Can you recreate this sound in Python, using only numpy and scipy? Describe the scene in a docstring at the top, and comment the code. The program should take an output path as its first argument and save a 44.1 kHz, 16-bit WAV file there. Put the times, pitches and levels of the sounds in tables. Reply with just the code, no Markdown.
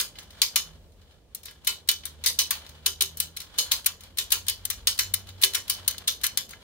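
"""A pawl clacks into a ratchet tooth at once and the small steel frame of a strap winch rings on, outdoors, close
to the microphone. Drops, rebounds, ticks and knocks are short noise cracks with a dense noise ring and decaying
sine modes. Between the teeth the parts scrape faintly: uneven noise coloured by the same steel modes.
Far off, an engine hums as a wandering tone with its octave, over a low rumble and a traffic wash of shaped noise."""
import sys
import numpy as np
from scipy import signal
from scipy.fft import rfft, irfft, next_fast_len
from scipy.io import wavfile
from scipy.ndimage import uniform_filter1d, map_coordinates

SR = 44100
rng = np.random.default_rng(int(sys.argv[2]) if len(sys.argv) > 2 else 0)


def digitize_waveform(pressure):
    """Quantize a signal to 16-bit integers and store it at the path in sys.argv[1].

    Rows of a 2-D input are taken as channels; values are limited to [-1, 1].
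    """
    field = np.atleast_2d(pressure).T
    bounded = np.clip(field, -1, 1)
    quanta = np.round(bounded * 32767).astype(np.int16)
    wavfile.write(sys.argv[1], SR, quanta)


N = 292381  # length [samples]


def amp(db):
    """Decibels to linear gain."""
    return 10 ** (np.asarray(db) / 20)


def unit(x):
    """Scale a signal to rms 1."""
    return x / np.sqrt(np.mean(x ** 2) + 1e-20)


def along(points, hz):
    """Read a (frequency, value) curve at hz, straight between points on a log frequency axis."""
    point_hz, value = np.transpose(points)
    return np.interp(np.log(hz + 1), np.log(point_hz + 1), value)


def curves(rows):
    """Draw each column after the time as one value per sample."""
    seconds, *columns = np.transpose(rows)
    return [np.interp(np.arange(N) / SR, seconds, column) for column in columns]


def wobble(rate):
    """Smooth random curve with rate knots a second."""
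    knots = rng.standard_normal(int(N * rate / SR) + 4)
    return map_coordinates(knots, [np.arange(N) * rate / SR])


# likeness of the left and right channels: (frequency [Hz], correlation [-1 to 1])
LIKENESS = [(40, .6), (70, .85), (130, .93), (290, .86), (640, .6), (1400, .53), (3100, -.2), (7000, -.15),
            (15000, .2)]


def pair(count, gain, lean=((1, 0),)):
    """Stereo noise coloured by gain(Hz), alike in the bass and nearly unrelated in the treble; rms 1."""
    m = next_fast_len(count)
    hz = np.fft.rfftfreq(m, 1 / SR)
    turn = np.arccos(np.clip(along(LIKENESS, hz), -1, 1)) / 2
    spectra = rfft(rng.standard_normal((2, m))) * gain(hz)
    mid, side = spectra * [np.cos(turn), np.sin(turn)]
    balance = amp(along(lean, hz) * [[.5], [-.5]])
    return unit(irfft([mid + side, mid - side] * balance, m)[:, :count])


# the open air around the winch: (time [s], rumble level [dB], traffic level [dB])
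OUTDOOR_LEVELS = [(0, -57.5, -56), (.7, -53.5, -59.5), (1.2, -59.5, -63.5), (2.4, -57, -58),
                  (3.3, -59, -60.5), (4.7, -51.5, -60), (5.8, -54.5, -57), (6.63, -59, -58)]
# colour of the low rumble: (frequency [Hz], level [dB per Hz])
RUMBLE_COLOUR = [(20, -42), (33, -15.5), (42, 1), (60, 0.5), (90, -2), (140, -30.5), (260, -42)]
# colour of the far traffic: (frequency [Hz], level [dB per Hz])
TRAFFIC_COLOUR = [(65, -44), (110, -3), (150, -6.5), (214, -5.5), (317, -11), (510, -8), (930, -19.5),
                  (1530, -28), (3900, -25.5), (9000, -33.5), (15600, -50)]


def outdoors():
    """Lumpy rumble and the wash of far traffic: two shaped noises, a touch stronger on the right."""
    rumble_db, traffic_db = curves(OUTDOOR_LEVELS)
    rumble = amp(rumble_db + 0.8 * wobble(6.6)) * pair(N, lambda hz: amp(along(RUMBLE_COLOUR, hz)))
    wash = amp(traffic_db + 0.71 * wobble(7)) * pair(N, lambda hz: amp(along(TRAFFIC_COLOUR, hz)))
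    return (rumble + wash) * amp([[-.4], [.4]])


# the far engine's low tone, before its wobbles: (time [s], pitch [Hz], level [dB])
ENGINE_TONE = [(0, 79, -63.5), (1.15, 81, -68), (1.75, 78.6, -62.5), (2.15, 75.97, -52),
               (2.75, 75.93, -54.5), (3.25, 80, -52), (3.5, 82.2, -66.5), (3.75, 83.2, -65),
               (4.08, 87.6, -54), (4.3, 88, -66), (4.45, 90.3, -53.5), (5, 94.4, -56), (5.2, 94.1, -45),
               (5.61, 93.8, -59.5), (5.82, 93.5, -48.5), (6.06, 90, -61), (6.63, 88.5, -66.5)]
# the octave against the tone, lifted as it crosses an exhaust boom
OCTAVE_DB, BOOM_DB, BOOM_HZ, BOOM_WIDTH_HZ = -15, 9.5, 163, 8.9


def engine():
    """A far engine: an unsteady low tone and its octave, a little off to the right."""
    hz, tone_db = curves(ENGINE_TONE)
    boom_db = BOOM_DB / (1 + ((2 * hz - BOOM_HZ) / BOOM_WIDTH_HZ) ** 2)
    octave_db = tone_db + OCTAVE_DB + boom_db
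    wandering_hz = hz * (1 + 0.0083 * wobble(23))
    phase = 2 * np.pi * np.cumsum(wandering_hz) / SR + [[.15], [-.15]]  # left leads
    tone = amp(tone_db + 2.6 * wobble(9)) * np.sin(phase)
    octave = amp(octave_db + 3.7 * wobble(7.2)) * np.sin(2 * phase)
    return np.sqrt(2) * (tone + octave) * amp([[-.4], [.4]])


# drag between the teeth: (time [s], level [dB])
SCRAPE_LEVEL = [(0, -61.5), (.4, -52.5), (.7, -55), (.9, -79), (1.08, -59.5), (1.25, -72.5), (1.52, -57.5),
                (1.65, -64), (2.1, -60.5), (2.58, -46.5), (2.8, -55.5), (3.45, -57), (3.68, -46),
                (3.98, -58.5), (4.8, -54.5), (5.33, -55), (5.7, -52), (5.86, -48), (6.03, -52.5),
                (6.63, -55.5)]
# colour of the drag before the steel sings: (frequency [Hz], level [dB per Hz])
RUB_COLOUR = [(350, -26), (600, -6.5), (1810, -6), (2070, -11), (3340, -6.5), (3780, -5), (5460, -18.5),
              (6520, -16), (15600, -23)]


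def scrape():
    """Pawl and strap drag between the teeth: uneven grit, with resonant peaks at the steel modes."""
    level_db, = curves(SCRAPE_LEVEL)

    def sing(f):
        return 1 + sum(amp(12 + db) / (1 + ((f - hz) / 30) ** 2) for hz, db, *_ in STEEL_MODES)

    grit = amp(3 * wobble(25) + 2.2 * wobble(140))  # slow and fine unevenness
    rub = pair(N, lambda hz: amp(along(RUB_COLOUR, hz)) * sing(hz))
    return amp(level_db) * unit(grit * rub)


def colour(hz, bright_db, body_db):
    """What a contact favours: treble against bass about 6.5 kHz, and clack around 1.6 kHz."""
    treble = np.tanh(1.68 * np.log((hz + 1) / 6500)) / 2
    body = np.exp(-(np.log((hz + 1) / 1600) / 0.5) ** 2)
    return amp(bright_db * treble + body_db * body)


# clear modes of the steel frame: (frequency [Hz], level on a winding stroke [dB], level on a return stroke [dB],
# time to fall 60 dB [s] before a common stretch, phase by which left leads [rad] before random spread)
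STEEL_MODES = [(388, -14, -28, 0.22, -0.1), (920, -20, -18, 0.2, 2.0), (1060, -19, -24, 0.2, 1.0),
               (1399, -17, -28, 0.2, 1.8), (1668, -14, -16, 0.13, 1.3), (2051, -14, -9, 0.11, -0.6),
               (2330, -10, -10, 0.13, 0.9), (3003, -1, -4, 0.2, 0.6), (3299, -4, -9, 0.23, 2.8),
               (3577, -10, -11, 0.22, 0.7), (4080, -8, -5, 0.19, 1.0), (4200, -9, -6, 0.25, 1.7),
               (4548, -10, -5, 0.19, -2.9), (4705, -7, -9, 0.21, 0.7), (4850, -15, -11, 0.23, -0.8),
               (5227, -8, -7, 0.18, -1.2), (5302, -4, -7, 0.15, 0.6), (5496, -7, -9, 0.21, -2.7),
               (5763, -7, -5, 0.15, -2.8), (6086, -13, -9, 0.2, 0.6), (6208, -14, -9, 0.2, 1.6),
               (6548, -12, -1, 0.15, -2.8), (6785, -15, -14, 0.22, -2.4), (6950, -12, -10, 0.24, 0.9),
               (7638, -14, -15, 0.19, -2.8), (8538, -12, -13, 0.15, 0.7), (8769, -13, -14, 0.18, -1.1),
               (9140, -14, -17, 0.17, 0.3), (10518, -20, -12, 0.18, -2.5)]


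def ringing(t, winding, bright_db, body_db):
    """The steel modes at new strengths; loose joints let their phase wander, so none rings like glass."""
    hz, winding_db, return_db, t60, lead = np.transpose(STEEL_MODES)[:, :, None]
    count = len(STEEL_MODES)
    strength, start_phase, spread = rng.standard_normal((3, count, 1))
    steps = rng.standard_normal((count, len(t) // 64 + 1))
    wander = np.cumsum(steps, 1).repeat(64, 1)[:, :len(t)]  # a random step every 64 samples
    level_db = (winding_db if winding else return_db) + 7.5 * np.tanh(.6 * strength)
    decay = amp(level_db - 60 * t / (1.065 * t60))
    build_up = 1 - np.exp(-t * hz / 6)  # over about six cycles
    envelope = decay * colour(hz, bright_db, body_db) * build_up
    phase = 2 * np.pi * hz * t + 2 * start_phase + .22 * hz / 5000 * wander
    half_lead = (lead + .5 * spread) / 2
    return np.array([np.sum(envelope * np.sin(phase + side * half_lead), 0) for side in (1, -1)])


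# In the contact tables strength, ring, brightness and body are drive values; pawl() trims them for each layer.
# the pawl drops into a tooth:
# (time [s], strength [dB], rise [ms], ring against strength [dB], brightness [dB], body [dB])
TOOTH_DROPS = [(0.0, -19, .52, 2, 1.5, 7), (0.4168, -7, 1.1, -5, -4, -1.5), (0.5581, -8, 2, -4.5, 0.5, 6),
               (1.3475, -20, 1.6, -15.5, 14, 1.5), (1.669, -11.5, 5.9, -1.5, 4.5, 7.5),
               (1.8871, -6, 2.9, -7.5, 1, 5.5), (2.0534, -20, 1.9, -10, 12, 12.5),
               (2.2385, -22.5, 0.85, -2, 0, 9), (2.2594, -14.5, 2.6, 4, -1, -1),
               (2.3884, -12, 1.3, 0.7, -3, -4), (2.5061, -11.5, 3.3, -6.5, 9, 12.5),
               (2.859, -11, 5.1, -4, -0.5, 2.2), (3.0073, -11, 2, -3, -4.5, -2.5),
               (3.1994, -13, 3.1, -6.5, 9, 1), (3.364, -25.5, 8.1, -5.5, -1, 3.5),
               (3.5847, -16, .6, 4, -5, -5), (3.7171, -9.5, 1.6, -4, 0, 0.7),
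               (3.8591, -7.5, 6.8, -12, 8.5, 14.5), (4.183, -14, 3.2, -3, 2, 1),
               (4.3183, -7, 5, -5, 6.5, 9), (4.4818, -12.5, 2.7, -5.5, -0.5, 0.5),
               (4.6516, -14.5, 1.69, -17, 8, 5), (4.7002, -15, 2.9, -7.5, 8, 9.5),
               (4.8708, -9.5, 1.5, -3, -2.5, 2), (4.9894, -11, 1.4, -2, -0.5, 5.5),
               (5.137, -9.5, 4.1, -14, 10.5, 12), (5.4319, -6, 5.9, -6.5, -6.5, 1.5),
               (5.5431, -15, 10.6, -1.5, 0.5, 9), (5.696, -10.5, 3.8, -5.5, 7.5, 6.5),
               (5.8775, -6, 1.6, -13, 8.5, 5.5), (5.98, -26.5, 2.2, -16, -3, -1),
               (6.073, -14.5, 8.3, 1.5, -1.5, -0.5), (6.2329, -14.5, 10, -1.5, 4, 14.5),
               (6.3728, -9.5, 1.44, -9.5, 4, 5)]
# the pawl rebounds after some drops: (time [s], strength [dB])
PAWL_REBOUNDS = [(.0095, -17), (1.9126, -15.5), (2.2826, -22), (3.02, -9), (4.4958, -14.5), (5.4445, -11.5),
                 (5.909, -25), (6.249, -24.5), (6.2646, -14.5)]
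# shared by all rebounds: (rise [ms], ring against strength [dB], brightness [dB], body [dB])
REBOUND_SOUND = (2.2, -21.5, 6, 5)
# light ticks of loose parts, many just ahead of a drop as the pawl leaves the tooth tip:
# (time [s], strength [dB], brightness [dB])
LOOSE_TICKS = [(0.1531, -42, -24.5), (0.1846, -33, -8.5), (0.228, -45.5, 1), (0.304, -41.5, -9),
               (0.919, -58.5, -2), (1.013, -54, -14), (1.108, -54, -17), (1.431, -38.5, 4), (1.454, -30, 9),
               (1.481, -39, -28), (1.508, -42, 5), (1.6456, -35, 5), (1.874, -38.5, 3), (2.0327, -41, -28),
               (2.662, -41, -9), (2.69, -39.5, -1), (3.1697, -27, 24), (3.4007, -29, -1), (3.4138, -35, 4),
               (3.5774, -32, 1), (3.7124, -24, -6), (3.843, -37, -3), (4.0052, -38.5, 3),
               (4.0338, -39.5, -2), (4.171, -27.5, 4), (4.303, -27.5, 3), (4.465, -31.5, 0),
               (4.9758, -32, 2), (5.2689, -43, -5), (5.2874, -37.5, -4), (5.414, -23, 7), (5.4222, -18, 4),
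               (5.5334, -26.5, 1), (5.6782, -32.5, -1.5), (6.212, -35.5, -2), (6.4897, -37.5, 3.5),
               (6.5057, -34.5, 8)]
TICK_RISE_MS, TICK_RING_DB, TICK_BODY_DB = 3.3, -4.5, 6.5
# dull knocks of the handle against the frame: (time [s], strength [dB])
HANDLE_KNOCKS = [(1.5076, -50), (5.941, -43), (6.5301, -37)]
# shared by all knocks: (rise [ms], ring against strength [dB], brightness [dB], body [dB])
KNOCK_SOUND = (5.5, -16.5, -21, 26)


def contacts():
    """Every blow, from drops to knocks, as a row with the columns of the drops."""
    ticks = [(s, db, TICK_RISE_MS, TICK_RING_DB, bright_db, TICK_BODY_DB)
             for s, db, bright_db in LOOSE_TICKS]
    rebounds = [(*row, *REBOUND_SOUND) for row in PAWL_REBOUNDS]
    knocks = [(*row, *KNOCK_SOUND) for row in HANDLE_KNOCKS]
    return TOOTH_DROPS + ticks + rebounds + knocks


# colour of the crack: (frequency [Hz], level [dB per Hz])
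CRACK_COLOUR = [(290, -49), (500, -36.5), (1850, -18.5), (4150, 3), (4930, -7), (6970, -7), (7600, -12),
                (8770, -5.5), (11400, -7.5), (15600, -9)]
# balance of the crack between the channels: (frequency [Hz], left over right [dB])
CRACK_LEAN = [(500, -2.5), (1500, 8.5), (4000, -1), (8000, 10.5), (15000, 6)]
CRACK_ABOVE_HZ = 870  # the crack is cut below this, so it carries no bass


def crack_noise(t, onset, rise_ms, bright_db, body_db):
    """The blow itself: treble-heavy noise roughened by tiny rebounds, falling 60 dB in 30 ms after its rise."""
    crack = pair(len(t), lambda hz: amp(along(CRACK_COLOUR, hz)) * colour(hz, 1.42 * bright_db, body_db),
                 CRACK_LEAN)
    count = 60
    chatter = np.interp(t, np.arange(count) * 0.0014, np.tanh(rng.standard_normal(count)))  # tiny rebounds
    late = np.maximum(t - rise_ms / 1000, 0)
    crack *= amp(-2 + 2.62 * chatter - 60 * late / 0.03)
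    high_pass = signal.butter(4, CRACK_ABOVE_HZ, "high", fs=SR, output="sos")
    return signal.sosfilt(high_pass, onset * crack)


# the frame's crowd of small modes: (frequency [Hz], level [dB per Hz])
DENSE_COLOUR = [(290, -50), (500, -22), (727, -40.5), (1070, -14), (1510, -16.5), (3860, -2.5),
                (4150, -3.5), (5530, -5.5), (6300, -5.5), (7600, -11), (15600, -10.5)]
# how long that crowd rings: (frequency [Hz], time to fall 60 dB [s])
DENSE_FADE = [(500, 0.42), (1300, 0.15), (3500, 0.21), (7000, 0.22), (9500, 0.21), (15000, 0.18)]


def dense_ring(size, bright_db, body_db):
    """The frame's many small modes as noise, each frequency band dying away at its own rate."""
    strengths = rng.standard_normal(SR // 2 // 70 + 1)  # small modes about 70 Hz apart
    mode_hz = np.linspace(0, SR / 2, len(strengths))

    def gain(hz):
        crowd_db = 3.2 * np.interp(hz, mode_hz, strengths)
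        return amp(along(DENSE_COLOUR, hz) + crowd_db) * colour(hz, 0.24 * bright_db, .8 * body_db)

    hz, seconds, bands = signal.stft(pair(size, gain), SR, nperseg=128)
    # each blow wakes other clusters of modes, and small rattles break up the tail
    cluster = 1.4 * np.tanh(rng.standard_normal((len(hz), 1)))
    rattle = uniform_filter1d(rng.standard_normal(bands.shape[1:]), size=10, axis=0)
    fade_db = 60 * seconds / along(DENSE_FADE, hz)[:, None]
    bands = bands * amp(3.54 * cluster + 3.1 * unit(rattle) - fade_db)
    return signal.istft(bands, SR, nperseg=128)[1][:, :size]


# strokes that wind the strap, the others swing back: (start [s], end [s])
WINDING_STROKES = [(0, .1), (1.4, 2.1), (2.8, 3.5), (4.1, 4.6), (5.35, 5.8)]


def pawl():
    """Each contact close to the microphone: a short crack, then the frame's dense ring and clear modes."""
    size = SR // 4  # each contact sounds for a quarter second
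    out = np.zeros((2, N + size))
    t = np.arange(size) / SR
    for s, db, rise_ms, ring_db, bright_db, body_db in contacts():
        onset = np.clip(t / (max(rise_ms, .3) / 1000), 0, 1) ** 1.1
        crack = crack_noise(t, onset, rise_ms, bright_db, body_db)
        dense = dense_ring(size, bright_db, body_db)
        winding = any(start <= s < end for start, end in WINDING_STROKES)
        clear = amp(-8.0) * ringing(t, winding, 0.98 * bright_db, body_db)
        ring = onset * amp(ring_db - 7.5) * (dense + clear)
        first = round(s * SR)
        out[:, first:first + size] += amp(db) * (crack + ring)
    return out[:, :N]


def scene():
    """The winch outdoors: far background first, the close pawl last."""
    return outdoors() + engine() + scrape() + pawl()


# band limit of the sound, full to 15.7 kHz and almost nothing above 17 kHz: (frequency [Hz], gain [dB])
BAND_LIMIT = [(15700, 0), (15950, -16), (16500, -22), (16984, -70), (17500, -110)]


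def record(dry):
    """Peaks round off near full scale; the treble then ends steeply above 15.7 kHz."""
    wet = dry / (1 + np.abs(dry / .85) ** 6) ** (1 / 6)
    m = next_fast_len(N + SR // 4)
    gain = amp(along(BAND_LIMIT, np.fft.rfftfreq(m, 1 / SR)))
    return irfft(rfft(wet, m) * gain, m)[:, :N]


dry = scene()
out = record(dry)
digitize_waveform(out)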